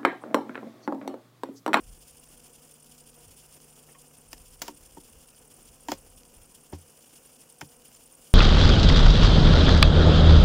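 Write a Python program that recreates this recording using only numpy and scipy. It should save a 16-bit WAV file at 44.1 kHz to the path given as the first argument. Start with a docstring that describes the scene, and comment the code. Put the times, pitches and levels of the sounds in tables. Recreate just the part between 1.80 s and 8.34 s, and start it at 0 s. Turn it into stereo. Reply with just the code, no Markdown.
"""A beekeeper prises wooden frames loose in an open hive on dry summer grass.
The bee glue (propolis) snaps and sets the steel tool ringing, the frames drag and knock and the hollow
box thumps. Beating wings make the colony murmur over a low hum. A bush cricket and a grasshopper
call in the crackling grass, and a dry, high rasp swells briefly now and then.
Light wind rumbles on the microphone over a soft background rush."""
import sys
import numpy as np
from scipy import signal
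from scipy.fft import rfft, irfft
from scipy.io import wavfile

SR = 44100
rng = np.random.default_rng(int(sys.argv[2]) if len(sys.argv) > 2 else 0)


def wav_record(signal):
    """Record a signal, one row per channel, as 16-bit PCM in the file named by sys.argv[1]."""
    frames = np.transpose(np.atleast_2d(signal))
    bounded = np.clip(frames, -1, 1)
    # unit amplitude maps onto the largest positive 16-bit level
    quanta = np.round(bounded * 32767).astype(np.int16)
    wavfile.write(sys.argv[1], SR, quanta)


N = 288395
T = np.arange(N) / SR


# The snaps' tone colour, with a bright microphone peak near 15 kHz.
# Each row: frequency in Hz, level in dB.
SNAP_SPECTRUM = [(300, -3.5), (1000, 5), (1800, 0), (3100, 3.5), (4000, -0.5), (5200, 7), (7200, 1.5),
                 (9000, -9.5), (12000, -5), (14000, -9), (15100, 3), (15800, -7)]
# The steel tool's ringing tones. Each row: pitch in Hz, level in dB, ring time in seconds if not held.
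TOOL_MODES = [(5210, -5.5, 0.028), (5160, -18, 0.022), (3300, -20, 0.068), (7180, -6, 0.035)]
# The snaps. Each row: start in seconds, level in dB, seconds to fade by 60 dB, extra treble in dB.
SNAPS = [(2.518, -42, 0.018, 5), (2.5296, -28, 0.016, 4), (2.578, -41.5, 0.0098, -2),
         (2.8175, -24.5, 0.038, 2.5), (2.880, -24, 0.012, 4), (4.0841, -24.5, 0.015, -2),
         (4.1171, -13.5, 0.0095, -3), (4.128, -39, 0.014, -5), (4.136, -47, 0.016, -11),
         (4.475, -66, 0.012, -2), (4.931, -44.5, 0.13, -18), (5.81, -32, 0.038, -6), (6.149, -42, 0.011, 3)]
# A loose frame drags along its ledge. Each row: start in seconds, end in seconds, level in dB.
FRAME_DRAGS = [(2.813, 2.892, -49), (4.09, 4.137, -44)]

def propolis(rise_s=.0009, treble_hz=8500, scatter_db=-36.5, scatter_t60=.19):
    """Brittle glue snaps in bursts of grainy noise, the tool rings and the freed frame drags."""
    out, age = np.zeros((2, N)), np.arange(SR // 4) / SR
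    grain = rms_one(noise(SNAP_SPECTRUM) * from_db(1.5 * drift(500)))
    treble = signal.sosfiltfilt(signal.butter(2, treble_hz, "high", fs=SR, output="sos"), grain)
    rise = 1 - np.exp(-(age / rise_s) ** 2)
    for s, db, t60, treble_db in SNAPS:
        part = slice(round(s * SR), round(s * SR) + len(age))
        burst = grain[:, part] + (from_db(treble_db) - 1) * treble[:, part]
        scatter = from_db(scatter_db - 60 * age / scatter_t60)  # off the hive walls and the ground
        fade = from_db(-60 * age / t60) + scatter
        tool = struck(TOOL_MODES, age, colour_db=-5.5, vary_db=7.5, rise_s=rise_s, ring_scale=.65)
        add(out, s, from_db(db) * (burst * rise * fade + tool))
    for start, end, db in FRAME_DRAGS:
        attack = np.clip((T - start) / .004, 0, 1)
        release_db = -60 * np.clip((T - end) / .068, 0, 2)
        out += grain * attack * from_db(db + release_db)
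    return out


# A frame's ringing tones. Each row: pitch in Hz, level in dB, ring time in seconds if not held.
FRAME_MODES = [(233, -14, 0.2), (292, -4.5, 0.15), (364, 1.5, 0.1), (421, -9, 0.1), (542, -4, 0.12),
               (635, 19.5, 0.015), (727, -4.5, 0.084), (810, -2.5, 0.12), (914, -1.5, 0.12),
               (947, -6.5, 0.12), (1088, -13, 0.23), (1324, -1.5, 0.055), (1654, -1, 0.046),
               (1837, 2.5, 0.057), (2140, -7, 0.12), (2456, -6, 0.12), (3116, -3, 0.087)]
# The knocks. Each row: start in seconds, level in dB, tilt in dB per octave, most excited pitch in Hz,
# its boost in dB, how much the grip multiplies the ring time, left minus right in dB.
FRAME_KNOCKS = [(2.089, -63, 1.5, 2050, 8, 0.9, 0), (2.148, -59.5, 4, 1080, 18, 0.64, -2),
                (2.529, -51, -2, 1870, 11, 0.66, 2), (2.819, -42, 0, 930, 11.5, 0.43, 2),
                (2.826, -55.5, -8, 300, 5, 0.93, 2), (2.881, -36.5, -2, 976, 10.5, 0.38, 0),
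                (2.888, -54, -9, 269, 12.5, 1.03, 4.5), (3.169, -51, -7.5, 930, 15.5, 0.47, 1),
                (3.172, -52.5, -6.5, 327, 10.5, 0.63, -2), (4.085, -33.5, -2, 920, 7, 0.51, 5),
                (4.089, -39.5, -5.5, 322, 14.5, 0.61, 1), (4.118, -26.5, -3, 717, 13.5, 0.26, 1),
                (4.121, -36.5, -3, 574, 12.5, .6, 0), (4.926, -47, -6.5, 770, 14, 0.64, 3),
                (4.929, -43.5, -5, 306, 9.5, 0.71, 1), (5.814, -32.5, 1, 1580, 10, 0.18, -0.5),
                (5.820, -45, -2, 295, 8, 0.64, 1)]

def frame_knocks(grip_shift=.008, build_cycles=1.29):
    """A frame hits its ledge and rings. Low tones take longer to build up, so the high ones come first."""
    out, age = np.zeros((2, N)), np.arange(SR // 6) / SR
    for s, db, tilt_db, centre_hz, boost_db, grip, side_db in FRAME_KNOCKS:
        # the grip shifts each pitch a little from knock to knock
        modes = [(hz * (1 + grip_shift * rng.standard_normal()), level, t60)
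                 for hz, level, t60 in FRAME_MODES]
        modes += crowded_modes()
        hz = np.array(modes)[:, :1]
        # a harder contact tilts the ring towards its higher tones
        colour_db = tilt_db * np.log2(hz / 800) + contact_boost(modes, centre_hz, boost_db)
        ring = struck(modes, age, colour_db, vary_db=1, rise_s=build_cycles / hz, ring_scale=grip)
        add(out, s, from_db(db) * ring * panned(side_db))
    return out


def crowded_modes(count=26, low_hz=514, high_hz=3398, db=-11, t60=.088):
    """The frame's many weak middle tones, different at every contact."""
    places = (np.arange(count) + rng.random(count)) / count
    return [(low_hz + (high_hz - low_hz) * place, db, t60) for place in places]


# The box's tones. Each row: pitch in Hz, level in dB, ring time in seconds before ring_scale.
BOX_MODES = [(85, 3, 0.26), (139, -2, 0.22), (161.5, 6, 0.17), (212, 13.5, 0.078), (305, 16, 0.037)]
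# Jolts to the box. Each row: start in seconds, level in dB, most excited pitch in Hz.
BOX_JOLTS = [(2.53, -70, 280), (2.887, -66, 230), (3.169, -58, 230), (4.122, -51.5, 136), (4.74, -62.5, 90),
             (4.926, -42.5, 85), (5.817, -47, 145), (5.848, -62, 130)]

def box_thumps():
    """The hollow box answers each jolt with a slow, low thump."""
    out, age = np.zeros((2, N)), np.arange(SR // 4) / SR
    for s, db, centre_hz in BOX_JOLTS:
        colour_db = contact_boost(BOX_MODES, centre_hz, boost_db=7)
        thump = struck(BOX_MODES, age, colour_db, vary_db=2.5, rise_s=.011, ring_scale=.9)
        add(out, s, from_db(db) * thump)
    return out * panned(2)


# The tones in a bee's buzz. Each row: multiple of the wingbeat rate, level in dB.
WING_HARMONICS = [(1, -1.5), (2, -1), (3, -6.5), (4, -9), (5, -14), (6, -15)]

def bees(count, spread, wander, flutter_db, wingbeat_hz=244.8):
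    """Each bee beats its wings at its own wandering pitch and swells as it moves."""
    out, turn = np.zeros((2, N)), np.arange(1024) / 1024
    for offset in np.linspace(-1, 1, count):
        hz = wingbeat_hz * (1 + spread * offset * abs(offset) + wander * drift(4))
        one_beat = sum(from_db(db) * np.sin(2 * np.pi * (multiple * turn + rng.random()))
                       for multiple, db in WING_HARMONICS)
        beats = np.cumsum(hz) / SR
        wing = one_beat[(beats * len(turn)).astype(int) % len(turn)]
        out += wing * from_db(flutter_db * drift(3.75)) * panned(rng.normal(0, 5))
    buzz = rms_one(out)
    cavity = rms_one(resonance(buzz, hz=510, width_hz=170))  # the gaps between the combs boost one band
    return rms_one(buzz + .1 * cavity)


# The low hum swells, then fades. Each row: time in seconds, level in dB.
HUM_LEVEL = [(0, -69.5), (0.7, -67.5), (2.1, -65.5), (2.8, -69.5), (6.54, -74)]

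def hum(hz=150.7, waver_hz=.4):
    """A low, nearly pure tone that wavers a little."""
    turns = np.cumsum(hz + waver_hz * drift(5.5)) / SR
    tone = np.sqrt(2) * np.sin(2 * np.pi * turns)
    return tone * from_db(in_time(HUM_LEVEL)) * panned(-4.5)


# The cricket's pace. Each row: time in seconds, chirps per second.
CHIRP_RATE = [(0, 11.12), (1.5, 11.07), (2.2, 10.7), (2.5, 9.35), (2.75, 11.45), (4.2, 11.2), (5.8, 11.27),
              (6.54, 11)]

def cricket(hz=9220, width_hz=1300):
    """A bush cricket makes its wing ring with two quick strokes per chirp."""
    turns = np.cumsum(in_time(CHIRP_RATE)) / SR
    strokes = pulse(turns, centre=.14, width=.038) + pulse(turns, centre=.441, width=.038)
    scrape = rng.standard_normal((2, N))
    wing = rms_one(resonance(resonance(scrape, hz, width_hz), hz, width_hz))
    return wing * strokes * from_db(2.4 * drift(22)) * panned(10)


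# The tone colour of a dry, high rasp. Each row: frequency in Hz, level in dB.
RASP_SPECTRUM = [(2000, -11.5), (2900, 4), (3400, 2.5), (3900, -7), (5100, 4), (6500, 0.5), (7200, 6.5),
                 (7900, -1), (8700, 6.5), (10000, 5.5), (12300, -2.5), (14000, -4), (15000, 4.5),
                 (15800, -13)]
# The grasshopper's pace. Each row: time in seconds, strokes per second.
STROKE_RATE = [(0, 13.3), (1.1, 13.15), (1.4, 12.85), (2.3, 12.95), (2.7, 13.3), (4.4, 13.15), (6.54, 13.4)]
# How hard it rasps. Each row: time in seconds, level in dB.
STROKE_LEVEL = [(0, -58), (1.2, -55), (2.4, -57.5), (3.4, -57), (4.5, -60), (5.4, -58), (6.54, -56.5)]

def grasshopper(jitter_cycles=.08, rest_depth=.65, skip_depth=.7):
    """A leg rasps along the wing in uneven strokes, eases off between them and now and then skips."""
    turns = np.cumsum(in_time(STROKE_RATE)) / SR + jitter_cycles * drift(27)
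    strokes = (1 - rest_depth * pulse(turns, centre=.39, width=.15)) * from_db(drift(44))
    contact = 1 - skip_depth * np.clip(2 * drift(30) - 1, 0, 1)
    teeth = noise(RASP_SPECTRUM) * from_db(1.5 * drift(44))
    return rms_one(teeth * strokes * contact) * from_db(in_time(STROKE_LEVEL)) * panned(.3)


# Brief louder swells in the dry, high rasp. Each row: time of the peak in seconds, level in dB.
RASP_PEAKS = [(0.279, -54), (1.513, -50), (2.738, -51), (3.055, -54), (3.413, -57), (4.377, -50.5),
              (4.751, -48.5), (5.36, -49.5), (6.057, -53), (6.472, -49.5)]

def rasp_swells(floor_db=-70.5):
    """A dry, high rasp flickers faintly all the time and swells briefly now and then."""
    swells = sum(from_db(db) * swell(s, rise_s=.0043, fall_s=.0094) for s, db in RASP_PEAKS)
    flicker = from_db(floor_db + 3 * drift(31))
    return (swells + flicker) * noise(RASP_SPECTRUM)


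def crackle(ticks_per_s=60, spread_db=3, t60=.012):
    """Dry grass and cloth give tiny ticks at random moments, a few standing out."""
    sizes = from_db(spread_db * np.minimum(rng.exponential(1, N), 3))
    ticks = sizes * (rng.random(N) < ticks_per_s / SR)
    fades = signal.lfilter([1], [1, -from_db(-60 / (t60 * SR))], ticks + 1e-18)
    return rms_one(fades * noise(SNAP_SPECTRUM))


# The wind's rumble. Each row: frequency in Hz, level in dB.
WIND_SPECTRUM = [(15, -5.5), (35, 7), (70, -2.5), (110, -10), (200, -21), (500, -72)]
# The breeze. Each row: time in seconds, level in dB before lift_db is added.
BREEZE_LEVEL = [(0.0, -58.5), (0.84, -71), (1.69, -72), (2.26, -75), (2.64, -64.5), (3.68, -67.5),
                (4.35, -65.5), (5.1, -80), (6.54, -72.5)]
# Single puffs. Each row: time of the peak in seconds, level in dB.
WIND_PUFFS = [(0.01, -53), (0.11, -45.5), (0.51, -62), (1.49, -51), (2.51, -55.5), (2.62, -51), (3.02, -64),
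              (3.37, -57), (3.92, -56.5), (4.28, -53.5), (4.6, -53.5)]

def wind(lift_db=4.5, eddy_db=2, lumps_db=1.5):
    """A swirling breeze and short puffs hit the microphone and make a lumpy rumble."""
    breeze = from_db(in_time(BREEZE_LEVEL) + lift_db + eddy_db * drift(.55))
    puffs = sum(from_db(db) * swell(s, rise_s=.032, fall_s=.028) for s, db in WIND_PUFFS)
    rumble = rms_one(noise(WIND_SPECTRUM) * from_db(lumps_db * drift(25)))
    return np.hypot(breeze, puffs) * rumble * panned(1.5)


# A soft background rush. Each row: frequency in Hz, level in dB; little is heard near 4 kHz.
RUSH_SPECTRUM = [(60, -6), (130, 4), (350, 4), (620, 0.5), (1000, -3.5), (1500, -5.5), (2000, -9),
                 (2900, -2), (3400, -25), (3900, -63), (5000, -7.5)]
# The hiss of far-off insects. Each row: frequency in Hz, level in dB.
HISS_SPECTRUM = [(3000, -30), (4200, -10), (5200, 0), (9300, 6), (12500, -7), (15000, -1), (15800, -8)]

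def background(rush_db=-60.5, insects_db=-64):
    """A soft, flickering rush and the steady hiss of far-off insects."""
    rush = noise(RUSH_SPECTRUM) * from_db(rush_db + 2.05 * drift(31))
    return rush + from_db(insects_db) * noise(HISS_SPECTRUM)


# How alike left and right sound. Each row: frequency in Hz, likeness (1 means the same).
STEREO_LIKENESS = [(30, 0.065), (150, 0.8), (300, 0.93), (700, 0.47), (2000, 0.17), (5000, 0.043),
                   (15000, 0.058)]

def noise(spectrum, top_hz=15800):
    """Stereo noise of a given colour at power 1, most alike on both sides near 300 Hz."""
    hz = np.arange(N // 2 + 1) * SR / N
    mid, side = rfft(rng.standard_normal((2, N)))
    alike = at_hz(STEREO_LIKENESS, hz)
    both = np.sqrt(1 + alike) * mid + np.sqrt(1 - alike) * side * [[1], [-1]]
    return rms_one(irfft(both * from_db(at_hz(spectrum, hz)) * (hz < top_hz), N))


def struck(modes, age, colour_db, vary_db, rise_s, ring_scale):
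    """A struck object rings with its own tones (modes). Ring time, t60, is the time to fade by 60 dB."""
    hz, db, t60 = np.transpose(modes)[:, :, None]
    gain = from_db(db + colour_db + vary_db * rng.standard_normal(hz.shape))
    # the tones reach left and right out of step
    apart = np.arccos(at_hz(STEREO_LIKENESS, hz)) * rng.choice([-.5, .5], hz.shape)
    phase = 2 * np.pi * (hz * age + rng.random(hz.shape))
    rise = 1 - np.exp(-(age / rise_s) ** 2)
    fade = from_db(-60 * age / (t60 * ring_scale))
    return np.array([(gain * rise * fade * np.sin(phase + side * apart)).sum(0) for side in (1, -1)])


def contact_boost(modes, centre_hz, boost_db, octaves=.19):
    """Extra dB for each tone: the spot that is hit favours those near one pitch."""
    return boost_db * np.exp(-(np.log2(np.array(modes)[:, :1] / centre_hz) / octaves) ** 2)


def resonance(x, hz, width_hz):
    """A filter that rings at one pitch."""
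    r = np.exp(-np.pi * width_hz / SR)
    return signal.lfilter([1, 0, -1], [1, -2 * r * np.cos(2 * np.pi * hz / SR), r * r], x)


def drift(hz):
    """A smooth random wobble of size about 1; more hz makes it quicker."""
    r = np.exp(-80 * np.pi * hz / SR)
    steps = rng.standard_normal(N // 40 + 2002)  # one for every 40 samples
    slow = signal.lfilter([1], [1, -2 * r, r * r], steps)[2000:]
    return np.interp(np.arange(N) / 40, np.arange(len(slow)), rms_one(slow))


def pulse(turns, centre, width):
    """One smooth bump in every cycle."""
    return np.exp(-.5 * (((turns - centre + .5) % 1 - .5) / width) ** 2)


def swell(s, rise_s, fall_s):
    """A smooth bump of height 1 that peaks at time s."""
    return np.exp(-.5 * np.minimum(abs(T - s) / np.where(T < s, rise_s, fall_s), 10) ** 2)


def in_time(rows):
    """A curve's value at every sample."""
    return np.interp(T, *np.transpose(rows))


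def at_hz(points, hz):
    """Read a spectrum between its rows, on an octave scale."""
    f, value = np.transpose(points)
    return np.interp(np.log(np.maximum(hz, 1)), np.log(f), value)


def from_db(db):
    """Decibels to gain."""
    return 10 ** (np.asarray(db) / 20)


def rms_one(x):
    """Scale to an average power of 1."""
    return x / np.sqrt(np.mean(x ** 2) + 1e-20)


def panned(side_db):
    """Left and right gains, with the left louder by side_db."""
    return from_db(np.array([[.5], [-.5]]) * side_db)


def add(out, s, sound):
    """Mix a sound in from time s."""
    start = round(s * SR)
    out[:, start:start + sound.shape[1]] += sound


def scene():
    """The beekeeper and the hive in front; insects, wind and a soft rush behind."""
    keeper = propolis() + frame_knocks() + box_thumps()
    rasp = rasp_swells()
    colony = from_db(-65.5) * bees(count=8, spread=.12, wander=.03, flutter_db=2.5) + hum()
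    near_bees = from_db(-72) * bees(count=2, spread=.025, wander=.035, flutter_db=6)
    grass = from_db(-54) * cricket() + grasshopper() + from_db(-71) * crackle()
    return keeper + colony + near_bees + grass + rasp + wind() + background()


def record(dry):
    """Cut the rumble below 16 Hz and the treble above 15800 Hz."""
    dry = signal.sosfilt(signal.butter(2, 16, "high", fs=SR, output="sos"), dry)
    return signal.sosfilt(signal.ellip(10, .2, 70, 15800, fs=SR, output="sos"), dry)


dry = scene()
out = record(dry)
wav_record(out)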